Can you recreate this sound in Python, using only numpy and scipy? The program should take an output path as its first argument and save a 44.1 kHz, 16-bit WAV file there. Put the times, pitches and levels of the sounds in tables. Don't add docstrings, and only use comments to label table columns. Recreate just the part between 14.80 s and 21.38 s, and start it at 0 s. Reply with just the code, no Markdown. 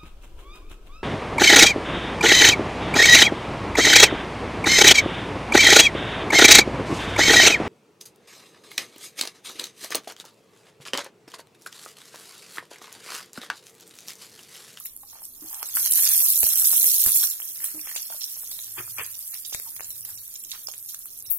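import sys
import numpy as np
from scipy import signal
from scipy.fft import rfft, irfft
from scipy.io import wavfile
from scipy.ndimage import uniform_filter1d, minimum_filter1d, map_coordinates

SR = 44100
rng = np.random.default_rng(int(sys.argv[2]) if len(sys.argv) > 2 else 0)


def put_to_file(sound):
    columns = np.atleast_2d(sound).T
    safe = np.clip(columns, -1, 1)
    whole_steps = np.round(safe * 32767)
    wavfile.write(sys.argv[1], SR, whole_steps.astype(np.int16))


def amplitude_ratio(level_db):
    exponent = np.asarray(level_db, float) / 20
    return 10 ** exponent


N = 290178

# time in seconds, level in dB.
RUMBLE = [(0, -71.5), (.5, -80), (1, -59), (1.3, -73), (3.3, -97), (3.7, -65), (5.3, -60), (5.53, -58),
          (5.8, -83), (6.58, -60)]
# time in seconds, pitch in Hz, level in dB.
WHINE = [(3.45, 660, -110), (3.7, 662, -76), (4.4, 668, -75), (4.7, 680, -79), (4.9, 685, -110)]
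# frequency in Hz, level in dB per Hz.
HUSH_SPECTRUM = [(12, -40), (20, 12.5), (54, -11.5), (102, 1), (150, -4), (253, -1.5), (297, -2),
                 (389, -4.5), (751, -13), (1260, -13), (2180, -64.5), (4500, -15.5), (5850, -42),
                 (9900, -120)]
# frequency in Hz, t60 in seconds.
WALL_DECAY = [(200, 0.18), (2000, 0.34), (8000, 0.18), (16000, 0.0032)]
# time in seconds, peak in dB, left-right in dB, t60 in seconds.
PUFFS = [
    (0.96, -44, -24, 0.036),
    (1.632, -33.5, -27, 0.075),
    (2.038, -49, -28, 0.14),
    (2.261, -32, -29.5, 0.13),
    (2.36, -38.5, -16, 0.037),
    (4.747, -34, 34, 0.0091),
    (5, -43, -15, 0.059),
]
# time in seconds, peak in dB, pitch in Hz, t60 in seconds.
KNOCKS = [(0.231, -44, 820, 0.051), (0.621, -38.5, 302, 0.11), (0.643, -38, 314, 0.088),
          (2.942, -38.5, 307.5, 0.2), (2.974, -41, 308, 0.09), (3.3, -41.5, 682, 0.11),
          (3.344, -42.5, 613, 0.046), (3.98, -38, 361, 0.1), (4, -36.5, 360, 0.063),
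          (4.188, -32.5, 1058, 0.13), (4.21, -37, 450, 0.054), (4.867, -45.5, 920, 0.074),
          (3.989, -38.5, 117, 0.16), (4.201, -40, 112, 0.1)]
# peak in seconds, length in seconds, level in dB, centre in Hz.
STROKES = [(0.373, 0.086, -54, 796), (0.743, 0.19, -50.5, 845), (0.81, 0.047, -48, 1000),
           (0.973, 0.022, -28, 1480), (1.241, 0.19, -35.5, 2490), (1.422, 0.079, -45.5, 1290),
           (1.778, 0.52, -46, 1970), (2.282, 0.065, -44, 1500), (2.437, 0.025, -37.5, 1470),
           (2.837, 0.15, -46, 2044), (3.081, 0.062, -41.5, 2420), (3.157, 0.04, -39.5, 2390),
           (3.326, 0.049, -48, 890), (3.988, 0.034, -32.5, 1730), (4.2, 0.042, -31.5, 2060),
           (4.542, 0.03, -46.5, 2480), (4.867, 0.096, -58, 925), (5.294, 0.073, -54.5, 1430),
           (5.746, 0.042, -47.5, 1710)]
# frequency in Hz, level in dB.
RASP_SPECTRUM = [(150, -69), (300, -30), (550, -17.5), (900, -6.5), (2500, -6), (3300, -0.5), (5000, -50)]
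# fizz in dB, rasp in dB.
RASP_LAW = [(-55.5, -81), (-35.5, -60.5), (13, -57)]
# time in seconds, fizz level in dB.
HEAT = [(0, -42.5), (.1, -49.5), (.6, -52), (.82, -40), (.942, -39), (.953, -25.5), (1.102, -26.5),
        (1.114, -21), (1.74, -23.5), (1.87, -20.5), (2.44, -21.5), (2.51, -31), (2.58, -37), (3.15, -37.5),
        (4.67, -40), (6.2, -44.5), (6.51, -44.5), (6.58, -49)]
# fizz in dB, spit in dB.
SPIT_LAW = [(-52, -66), (-43, -50), (-22, -29)]
# peak in seconds, length in seconds, fizz in dB, spit in dB.
FLARES = [(0, 0.005, -33.5, -54), (0.068, 0.046, -39, -45), (0.303, 0.21, -47, -48.5),
          (0.435, 0.1, -41.5, -50.5), (0.728, 0.83, -41, -43.5), (1.052, 0.068, -34, -28),
          (1.254, 0.15, -39, -25.5), (2.844, 0.047, -25.5, -55), (3.153, 0.14, -47, -32),
          (3.425, 0.25, -56, -36.5), (4.766, 0.16, -45, -43.5), (5.706, 0.14, -58, -39.5),
          (5.888, 0.048, -49, -38.5), (6.095, 0.089, -37, -40)]
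# frequency in Hz, level in dB per Hz.
FIZZ_SPECTRUM = [(1200, -72.5), (4120, -44.5), (7000, -10), (7590, -9.5), (9270, -6), (11200, -3.5),
                 (11800, -0.5), (14600, -4), (15400, -4.5), (16200, -16.5)]
# frequency in Hz, level in dB per Hz.
SPIT_SPECTRUM = [(600, -72.5), (1530, -31.5), (2600, -11), (3250, -6.5), (4880, -3.5), (5770, 1), (6770, 0),
                 (8500, -9.5), (11000, -29.5), (18700, -120)]
# time in seconds, peak in dB, pitch in Hz, left-right in dB, t60 in seconds.
SPLUTTERS = [(2.5084, -27.5, 6800, -6.5, 0.016), (2.8398, -27.5, 7750, -0.5, 0.027),
             (3.161, -25.5, 7330, 0.5, 0.05), (3.414, -39.5, 5720, -12, 0.017),
             (3.7143, -25, 8040, -3, 0.015), (4.245, -39, 6400, -25, 0.023),
             (4.3424, -44.5, 5030, -21, 0.036), (4.648, -38, 3850, -12.5, 0.074),
             (4.727, -32, 3720, -5.5, 0.12), (5.105, -32.5, 6300, -9.5, 0.0083),
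             (5.2505, -35, 6100, 3, 0.023), (5.376, -33, 7200, -10, 0.016), (5.556, -38, 6700, -20, 0.011),
             (5.637, -46.5, 6140, -18, 0.053), (5.716, -22.5, 3820, -6.5, 0.014),
             (5.873, -50, 5300, -4, 0.0096), (6.0875, -42, 5520, -13, 0.026),
             (6.1457, -30, 5670, 2, 0.0089), (6.4547, -44, 5650, -13, 0.024)]
# time in seconds, peak in dB, pitch in Hz, left-right in dB.
CRACKLES = [(0.3001, -37.5, 7100, -14), (0.4388, -27, 6160, -10), (0.4531, -26, 8400, 4),
            (0.5499, -37, 7300, 13), (0.6097, -38, 7440, -19), (0.6861, -32, 6200, -16),
            (0.7291, -29, 8400, -5), (0.7454, -22, 8400, -14), (0.8288, -18.5, 5850, -11),
            (0.8588, -12.5, 7140, 0.5), (0.8882, -17, 7650, -2), (0.8961, -16, 6500, -6),
            (2.4715, -11.5, 6600, -7), (2.5012, -21, 7100, -14), (2.8466, -29, 6430, 10),
            (2.8539, -24, 8160, -9), (2.8611, -25, 9150, -8), (2.8706, -28, 7880, -4),
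            (3.0135, -24.5, 5620, -9), (3.1534, -22, 8900, -17), (3.2286, -26, 5350, -16),
            (3.4184, -22, 5160, -16), (3.4352, -26, 5700, -22), (3.4415, -13.5, 5660, -3),
            (3.6748, -31, 6600, -15), (4.2636, -32, 8900, -20), (4.3524, -31, 5900, -17),
            (4.5428, -23.5, 5420, -15), (4.574, -28, 5950, -11), (4.6624, -39, 7140, -4),
            (4.7412, -33, 7600, -8), (4.747, -30, 6900, -7), (5.0067, -41, 4020, -2),
            (5.0338, -34, 7300, -27), (5.0454, -21, 7150, -4), (5.1118, -29.5, 8700, -18),
            (5.2505, -23.5, 9400, -22), (5.5563, -25.5, 5460, -4), (5.5613, -23, 6700, -3.5),
            (5.6381, -30, 7400, -3), (5.6484, -26.5, 6500, -14), (5.8714, -21, 5360, -14.5),
            (5.8864, -21, 6700, 0), (5.915, -28, 6200, -17), (5.9208, -27, 7000, -6),
            (5.9447, -29, 6700, -7), (6.1462, -33.5, 8500, -31), (6.2571, -23, 8500, 7),
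            (6.404, -29, 6360, -4), (6.455, -19, 5600, -12)]
# peak in seconds, peak in dB, pitch in Hz, left-right in dB.
CLICKS = [(1.0603, -15, 3960, -4), (1.0722, -21, 3070, -3), (1.1611, -21, 4070, 0), (1.2658, -16, 3280, -4),
          (1.3481, -26, 3230, -14), (1.4032, -29, 2640, -13.5), (1.631, -33, 860, -5),
          (1.6922, -29, 3930, -14), (1.8233, -32, 1350, -3), (2.0427, -44, 2720, -2),
          (2.0494, -33, 3980, 11), (2.0566, -26, 3330, 1), (2.2621, -34, 1740, 10),
          (2.2864, -33.5, 3380, -20), (2.2969, -34, 2670, -17), (2.4366, -30.5, 1520, -7),
          (2.62, -26, 3210, -2), (2.8035, -39, 1960, -15.5), (2.9936, -36.5, 2550, -14),
          (3.1766, -33, 2840, -19), (3.3261, -44, 1460, -22), (3.4185, -35, 3660, -11),
          (3.7166, -29.5, 3950, -13), (3.7904, -27, 3800, -12), (3.9886, -38, 2440, 5),
          (3.9947, -33.5, 2570, -17), (4.0008, -33, 1290, 6), (4.0071, -33.5, 1250, 8),
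          (4.078, -37.5, 1330, -9), (4.2022, -29, 1240, -11), (4.2137, -32, 2360, 11),
          (4.5511, -34, 2740, -2.5), (4.6505, -50, 3750, -6), (4.7412, -38, 1800, 2),
          (5.2503, -34, 3830, 6), (5.7165, -42, 4000, -10), (5.7493, -37, 3060, -5),
          (6.2569, -44, 1310, -3), (6.4932, -40, 3640, -15)]
# time in seconds, peak in dB, pitch in Hz, left-right in dB,
# t60 in seconds.
TAPS = [(.006, -37.5, 1230, -1, 0.017), (0.233, -39.5, 1090, -8, 0.019), (.332, -38.5, 890, -12, 0.0079),
        (0.354, -38.5, 920, -4, 0.012), (.419, -38, 910, -9, 0.0083), (.828, -21, 1350, 10, 0.0048),
        (0.97, -17.5, 1560, 6, 0.011), (1.305, -21, 1470, -3, 0.0029), (1.462, -24, 1190, -13, 0.0041),
        (2.6, -22, 1470, -2, 0.001), (3.1142, -31, 1900, -21.5, 0.012), (3.302, -33.5, 750, -22.5, 0.0054),
        (3.568, -35.5, 900, 14, 0.0021), (3.635, -35.5, 1000, -11, 0.002), (3.983, -28, 2440, 8, 0.041),
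        (4.183, -20.5, 2420, 4, 0.024), (4.195, -19.5, 2400, 10, 0.009), (4.996, -25, 1830, -15, 0.0017),
        (5.885, -17, 920, -11, 0.0016), (6.144, -28.5, 1540, -3, 0.0041)]
# peak in seconds, peak in dB, left-right in dB.
POPS = [(0.0577, -36.5, -20.5), (0.8294, -20, -5.5), (1.6318, -18, 3), (1.6663, -27.5, -12),
        (1.9329, -26, -9), (2.0434, -23, 1), (2.2628, -22.5, -6), (2.3606, -26.5, 9), (2.3633, -32, 12),
        (2.8433, -33, -11.5), (4.726, -30, -10), (4.7474, -19.5, 11.5), (4.7991, -30, -3),
        (4.9651, -34.5, -14), (5.0072, -27, 14.5), (5.9388, -35, -19.5), (3.0727, -31, -12),
        (3.1615, -24, -13.5)]
# time in seconds, peak in dB, pitch in Hz, left-right in dB,
# t60 in seconds.
JETS = [
    (.05, -31, 14200, 5, .08),
    (2.841, -30, 10500, -8, .07),
    (6.499, -22, 14300, 12, .26),
    (6.503, -27, 11600, 12, .12),
]
# peak in seconds, peak in dB, left-right in dB.
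FLARE_TICKS = [(0.9414, -20, 2), (0.9527, -9, 2), (0.9697, -10, 0), (1.0457, -14, -4), (1.0613, -9, -8),
               (1.0767, -14, -6), (1.1118, -8, -8), (1.1233, -5, 0), (1.1367, -5, -2), (1.1569, -5, -4),
               (1.2031, -10, -2), (1.2117, -8, -4), (1.2246, -4, -9), (1.2354, -8, -3), (1.2448, -7, -4),
               (1.2905, -6, -3), (1.3174, -8, -6), (1.3368, -4, -5), (1.3777, -7, -8), (1.3946, -8, -5),
               (1.4039, -8, 0), (1.4084, -4, -5), (1.4625, -7, -2), (1.5034, -7, 2), (1.5264, -8, -2),
               (1.5584, -6, -5), (1.577, -9, -4), (1.5902, -8, -9), (1.6044, -7, -3), (1.6078, -9, -7),
               (1.6317, -5, -5), (1.6664, -6, -11), (1.6693, -9, -11), (1.6894, -8, -15),
               (1.6929, -11, -11), (1.7354, -11, -13), (1.7575, -7, -9), (1.7749, -8, -4), (1.7978, -7, -3),
               (1.8556, -7, -10), (1.8721, -5, -5), (1.9052, -8, -3), (1.9155, -8, -7), (1.9986, -5, -2),
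               (2.0302, -7, -5), (2.0435, -3, -2), (2.0671, -8, -8), (2.0731, -5, -2), (2.0799, -6, -8),
               (2.1186, -7, -4), (2.2398, -2, -1), (2.2492, -8, -3), (2.2629, -5, -1), (2.2935, -8, -4),
               (2.3204, -8, -9), (2.3607, -7, -3), (2.3634, -9, -5), (2.4349, -8, 0), (2.4569, -11, -1),
               (2.5109, -17, -13)]
# peak in seconds, peak in dB.
GENTLE_TICKS = [(0.0577, -23), (0.0639, -21), (0.1649, -23), (0.1751, -28), (0.4537, -26), (0.642, -27),
                (0.7295, -21), (0.8295, -19), (2.603, -21), (2.8431, -13), (3.2217, -21), (3.8443, -22),
                (4.1894, -23), (4.235, -20), (4.2642, -21), (4.3914, -21), (4.4778, -24), (4.5112, -24),
                (4.544, -24), (4.6636, -22), (4.7297, -23), (4.7418, -20), (4.7477, -21), (4.7992, -20),
                (4.9044, -26), (4.9653, -24), (5.0073, -20), (5.106, -24), (5.1105, -23), (5.2092, -26),
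                (5.2511, -19), (5.2904, -24), (5.3033, -25), (5.4789, -25), (5.5411, -23), (5.597, -25),
                (5.6385, -25), (5.7092, -24), (5.7167, -26), (5.7263, -27), (5.9212, -27), (5.9802, -23),
                (6.0274, -27), (6.049, -25), (6.0611, -25), (6.1462, -22), (6.1919, -23), (6.2576, -24),
                (6.3763, -25), (6.3892, -27), (6.3989, -27), (6.4247, -24)]

LAG_SAMPLES = 4.3
LEAD_S = .0004
TICK_HZ, TICK_T60_S, POP_T60_S = 11800, .0048, .004
FLARE_RISE, STROKE_RISE = 0.34, 0.7
EDGE_DB = 18
RESTING_HZ = 1920
TOP_HZ = 15950
SWELL_STEP = 64


def unit(x):
    return x / np.sqrt(np.mean(x ** 2) + 1e-20)


def along(points, hz):
    f, v = np.transpose(points)
    return np.interp(np.log(hz + 1), np.log(f + 1), v)


def curves(rows):
    s, *cols = np.transpose(rows)
    return [np.interp(np.arange(N) / SR, s, c) for c in cols]


def wobble(rate_hz):
    knots = rng.standard_normal(int(N * rate_hz / SR) + 4)
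    return map_coordinates(knots, [np.arange(N) * rate_hz / SR])


def sides(pan_db):
    return amplitude_ratio(np.array([pan_db / 2, -pan_db / 2]) + 1.0)


def filtered(x, order, hz, kind="low"):
    return signal.sosfilt(signal.butter(order, hz, kind, fs=SR, output="sos"), x)


def coloured(x, spectrum):
    log_gain = np.log(amplitude_ratio(along(spectrum, np.fft.rfftfreq(4096, 1 / SR))) + 1e-6)
    cepstrum = irfft(log_gain)
    cepstrum[1:2048] *= 2
    cepstrum[2049:] = 0
    response = irfft(np.exp(rfft(cepstrum)))
    return unit(signal.fftconvolve(x, response[None], axes=1)[:, :N])


def grains(s, gain, hz, t60_s, lag, noisy, rise, size):
    hz, t60_s = np.broadcast_to(hz, s.shape), np.broadcast_to(t60_s, s.shape)
    k, out = np.arange(size), []
    noise = rng.standard_normal((len(s), size))
    for side, late in enumerate((lag, 0 * lag)):
        start = s * SR + late
        t = np.clip(k - (start % 1)[:, None], 0, None) / SR
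        age = t / t60_s[:, None]
        wave = np.sin(2 * np.pi * hz[:, None] * t) + noisy * noise
        wave *= amplitude_ratio(-60 * age) * (1 - np.exp(-age / rise)) * gain[side][:, None]
        at = start.astype(int)[:, None] + k
        out.append(np.bincount(at.ravel(), wave.ravel(), N + size + 64)[:N])
    return np.array(out)


def bubbles(count, scatter_db, hz, octaves, cycles, clump_db, size):
    u, g = rng.random((count, 2)), rng.standard_normal((count, 4))
    at = (u[:, 0] * (N - 1)).astype(int)
    db = -scatter_db * np.log(1.02 - u[:, 1]) + clump_db * np.tanh(wobble(40))[at]
    pitch_hz = np.clip((hz + np.zeros(N))[at] * 2 ** (octaves * g[:, 0]), 300, 17000)
    life_s = cycles * 2 ** (0.53 * g[:, 3]) / pitch_hz
    lag = np.abs(LAG_SAMPLES + 1.5 * g[:, 2])
    gain = amplitude_ratio(db) * sides(3 * g[:, 1])
    return unit(grains(at / SR, gain, pitch_hz, life_s, lag, noisy=1.0, rise=0.12, size=size))


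def swells(s, length_s, db, rise):
    after_s = np.arange(0, N, SWELL_STEP) / SR - s[:, None]
    late = after_s / np.clip(length_s, .005, 1)[:, None]
    return amplitude_ratio(db[:, None] - EDGE_DB * np.maximum(late, -late / rise))


def over(floor_db, rows):
    extra = np.repeat((rows ** 2).sum(axis=0), SWELL_STEP)[:N]
    return 10 * np.log10(amplitude_ratio(floor_db) ** 2 + extra)


def law(points):
    return np.interp(curves(HEAT)[0], *np.transpose(points))


def kitchen():
    a, b = rng.standard_normal((2, N))
    hush = coloured(np.array([a + 0.32 * b, a - 0.35 * b]), HUSH_SPECTRUM)
    low = filtered(hush, 2, [70, 140], "band")
    rumble = amplitude_ratio(curves(RUMBLE)[0] - 7.5 + 6.5 * wobble(4.1)) * unit(low)
    hz, db = curves(WHINE)
    phase = 2 * np.pi * np.cumsum(hz + 5 * wobble(25)) / SR
    whine = amplitude_ratio(db - 2.5 + 4 * wobble(13)) * np.sin(phase)
    return sides(0.17)[:, None] * (amplitude_ratio(-66.5 + 1.8 * wobble(6)) * hush + rumble) + whine


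def puffs():
    s, db, pan_db, t60_s = np.transpose(PUFFS)
    push = grains(s, amplitude_ratio(db - 10.5) * sides(pan_db), 60, np.clip(t60_s, .01, .2), 0,
                  noisy=5.9, rise=0.0076, size=6000)
    spike = grains(s, amplitude_ratio(db + 6.5) * sides(0 * s), 650, .0014, 0, noisy=.25, rise=.015, size=100)
    return filtered(push, 2, 300) + spike


def knocks():
    s, db, hz, t60_s = np.transpose(KNOCKS)
    rings = grains(s, amplitude_ratio(db - 2.0) * sides(-1.5 + 0 * s), hz, np.clip(t60_s, .01, .3), 6.3,
                   noisy=0.99, rise=0.014, size=6000)
    return filtered(rings, 2, 1300)


def rasp():
    s, length_s, db, hz = np.transpose(STROKES)
    push = swells(s, length_s, db, STROKE_RISE)
    rasp_db = over(law(RASP_LAW), push)
    shift = np.repeat((hz - RESTING_HZ) @ push ** 2, SWELL_STEP)[:N]
    centre_hz = RESTING_HZ + shift / amplitude_ratio(rasp_db) ** 2
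    grating = bubbles(4500, scatter_db=1.8, hz=centre_hz, octaves=.38, cycles=8, clump_db=3, size=300)
    return amplitude_ratio(rasp_db - 3.0) * sides(-2.5)[:, None] * coloured(grating, RASP_SPECTRUM)


def oil():
    s, length_s, fizz_db, spit_db = np.transpose(FLARES)
    fizz_db = over(curves(HEAT)[0], swells(s, length_s, fizz_db, FLARE_RISE))
    spit_db = over(law(SPIT_LAW), swells(s, length_s, spit_db, FLARE_RISE))
    small = bubbles(5000, scatter_db=1.5, hz=10790, octaves=0.299, cycles=9.7, clump_db=1.8, size=160)
    steam = amplitude_ratio(2.5 + 2.2 * wobble(45)) * rng.standard_normal((2, N))
    large = bubbles(5500, scatter_db=1.9, hz=5600, octaves=.35, cycles=14, clump_db=2.5, size=256)
    fizz = amplitude_ratio(fizz_db + 2.0) * sides(-2.6)[:, None] * coloured(small + steam, FIZZ_SPECTRUM)
    return fizz + amplitude_ratio(spit_db - 2.5) * sides(-4.5)[:, None] * coloured(large, SPIT_SPECTRUM)


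def splutters():
    s, db, hz, pan_db, t60_s = np.transpose(SPLUTTERS)
    drops = grains(s, amplitude_ratio(db - 4.5) * sides(pan_db), hz, np.clip(t60_s, .01, .15), LAG_SAMPLES,
                   noisy=4.9, rise=0.0091, size=5000)
    return filtered(drops, 3, [3300, 7800], "band")


def sharp_bursts(rows, band_hz, t60_s, gain_db):
    s, db, hz, pan_db = np.transpose(rows)
    burst = grains(s, amplitude_ratio(db + gain_db) * sides(pan_db), hz, t60_s, LAG_SAMPLES,
                   noisy=0.42, rise=0.009, size=400)
    return filtered(burst, 2, band_hz, "band")


def crackles():
    bursts = sharp_bursts(CRACKLES, [3500, 9500], t60_s=.005, gain_db=2.5)
    return bursts + sharp_bursts(CLICKS, [700, 4500], t60_s=.007, gain_db=1.5)


def taps():
    s, db, hz, pan_db, t60_s = np.transpose(TAPS)
    rings = grains(s, amplitude_ratio(db - 1.5) * sides(pan_db), hz, np.clip(t60_s, .002, .06), LAG_SAMPLES,
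                   noisy=0.81, rise=0.042, size=2000)
    return filtered(rings, 2 + 1, [500, 6500], "band")


def pops():
    s, db, pan_db = np.transpose(POPS)
    snaps = grains(s - LEAD_S, amplitude_ratio(db - 7.5) * sides(pan_db), 3500, POP_T60_S, LAG_SAMPLES,
                   noisy=4.9, rise=0.0083, size=500)
    return filtered(snaps, 3, [400, 9000], "band")


def jets():
    s, db, hz, pan_db, t60_s = np.transpose(JETS)
    hiss = grains(s, amplitude_ratio(db) * sides(pan_db), hz, t60_s, LAG_SAMPLES, noisy=3.3, rise=.01, size=9000)
    return filtered(filtered(hiss, 3, 12100, "high"), 3, 12100, "high")


def ticks():
    s, db, pan_db = np.transpose(FLARE_TICKS + [row + (-3,) for row in GENTLE_TICKS])
    g = rng.standard_normal((len(s), 2))
    gain = np.minimum(amplitude_ratio(db + 3.0) * sides(pan_db), 1.1)
    hz, t60_s = TICK_HZ * 2 ** (0.083 * g[:, 0]), TICK_T60_S * 2 ** (0.1 * g[:, 1])
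    rings = grains(s - LEAD_S, gain, hz, t60_s, LAG_SAMPLES, noisy=0.7, rise=0.03, size=500)
    return filtered(rings, 3, 5900, "high")


def walls(x):
    hz, t, z = signal.stft(rng.standard_normal((2, SR // 3)), SR, nperseg=256)
    decay = amplitude_ratio(-60 * t / along(WALL_DECAY, hz)[:, None])
    tail = signal.istft(z * decay, SR, nperseg=256)[1]
    return signal.fftconvolve(x, tail / np.linalg.norm(tail[0]), axes=1)[:, :N]


def scene():
    pan = ticks() + jets() + pops() + taps() + crackles() + splutters() + knocks() + rasp()
    bed = oil()
    echo = amplitude_ratio(-12) * walls(pan) + amplitude_ratio(-13.5) * walls(bed)
    return pan + bed + echo + puffs() + kitchen()


def limited(x):
    gain = minimum_filter1d(1 / np.maximum(np.abs(x), 1), size=41, axis=1)
    return x * uniform_filter1d(gain, size=41, axis=1)


def thinned(x, margin_db):
    def smooth(y, bins, frames):
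        return uniform_filter1d(uniform_filter1d(y, size=bins, axis=0), size=frames, axis=1)

    hz, t, z = signal.stft(x, SR, nperseg=1024)
    power = np.abs(z.sum(axis=0)) ** 2 + 1e-20
    patch = np.log(smooth(power, 6, 2))
    around = smooth(patch, 40, 3)
    spared = (hz < 2900) | (abs(hz - 11800) < 2200)
    kept = (patch > around + 2 * np.log(amplitude_ratio(margin_db))) | spared[:, None]
    kept = minimum_filter1d(minimum_filter1d(kept * 1, size=4, axis=0), size=2, axis=1)
    gain = np.where(kept, 1, amplitude_ratio(-45)) * (hz < TOP_HZ)[:, None]
    return signal.istft(z * gain, SR, nperseg=1024)[1][:, :N]


def top_cut(x):
    return signal.sosfilt(signal.butter(12, 16650, fs=SR, output="sos"), x)


def record(dry):
    mix = thinned(limited(dry), margin_db=-2.35)
    return top_cut(mix)


dry = scene()
out = record(dry)
put_to_file(out)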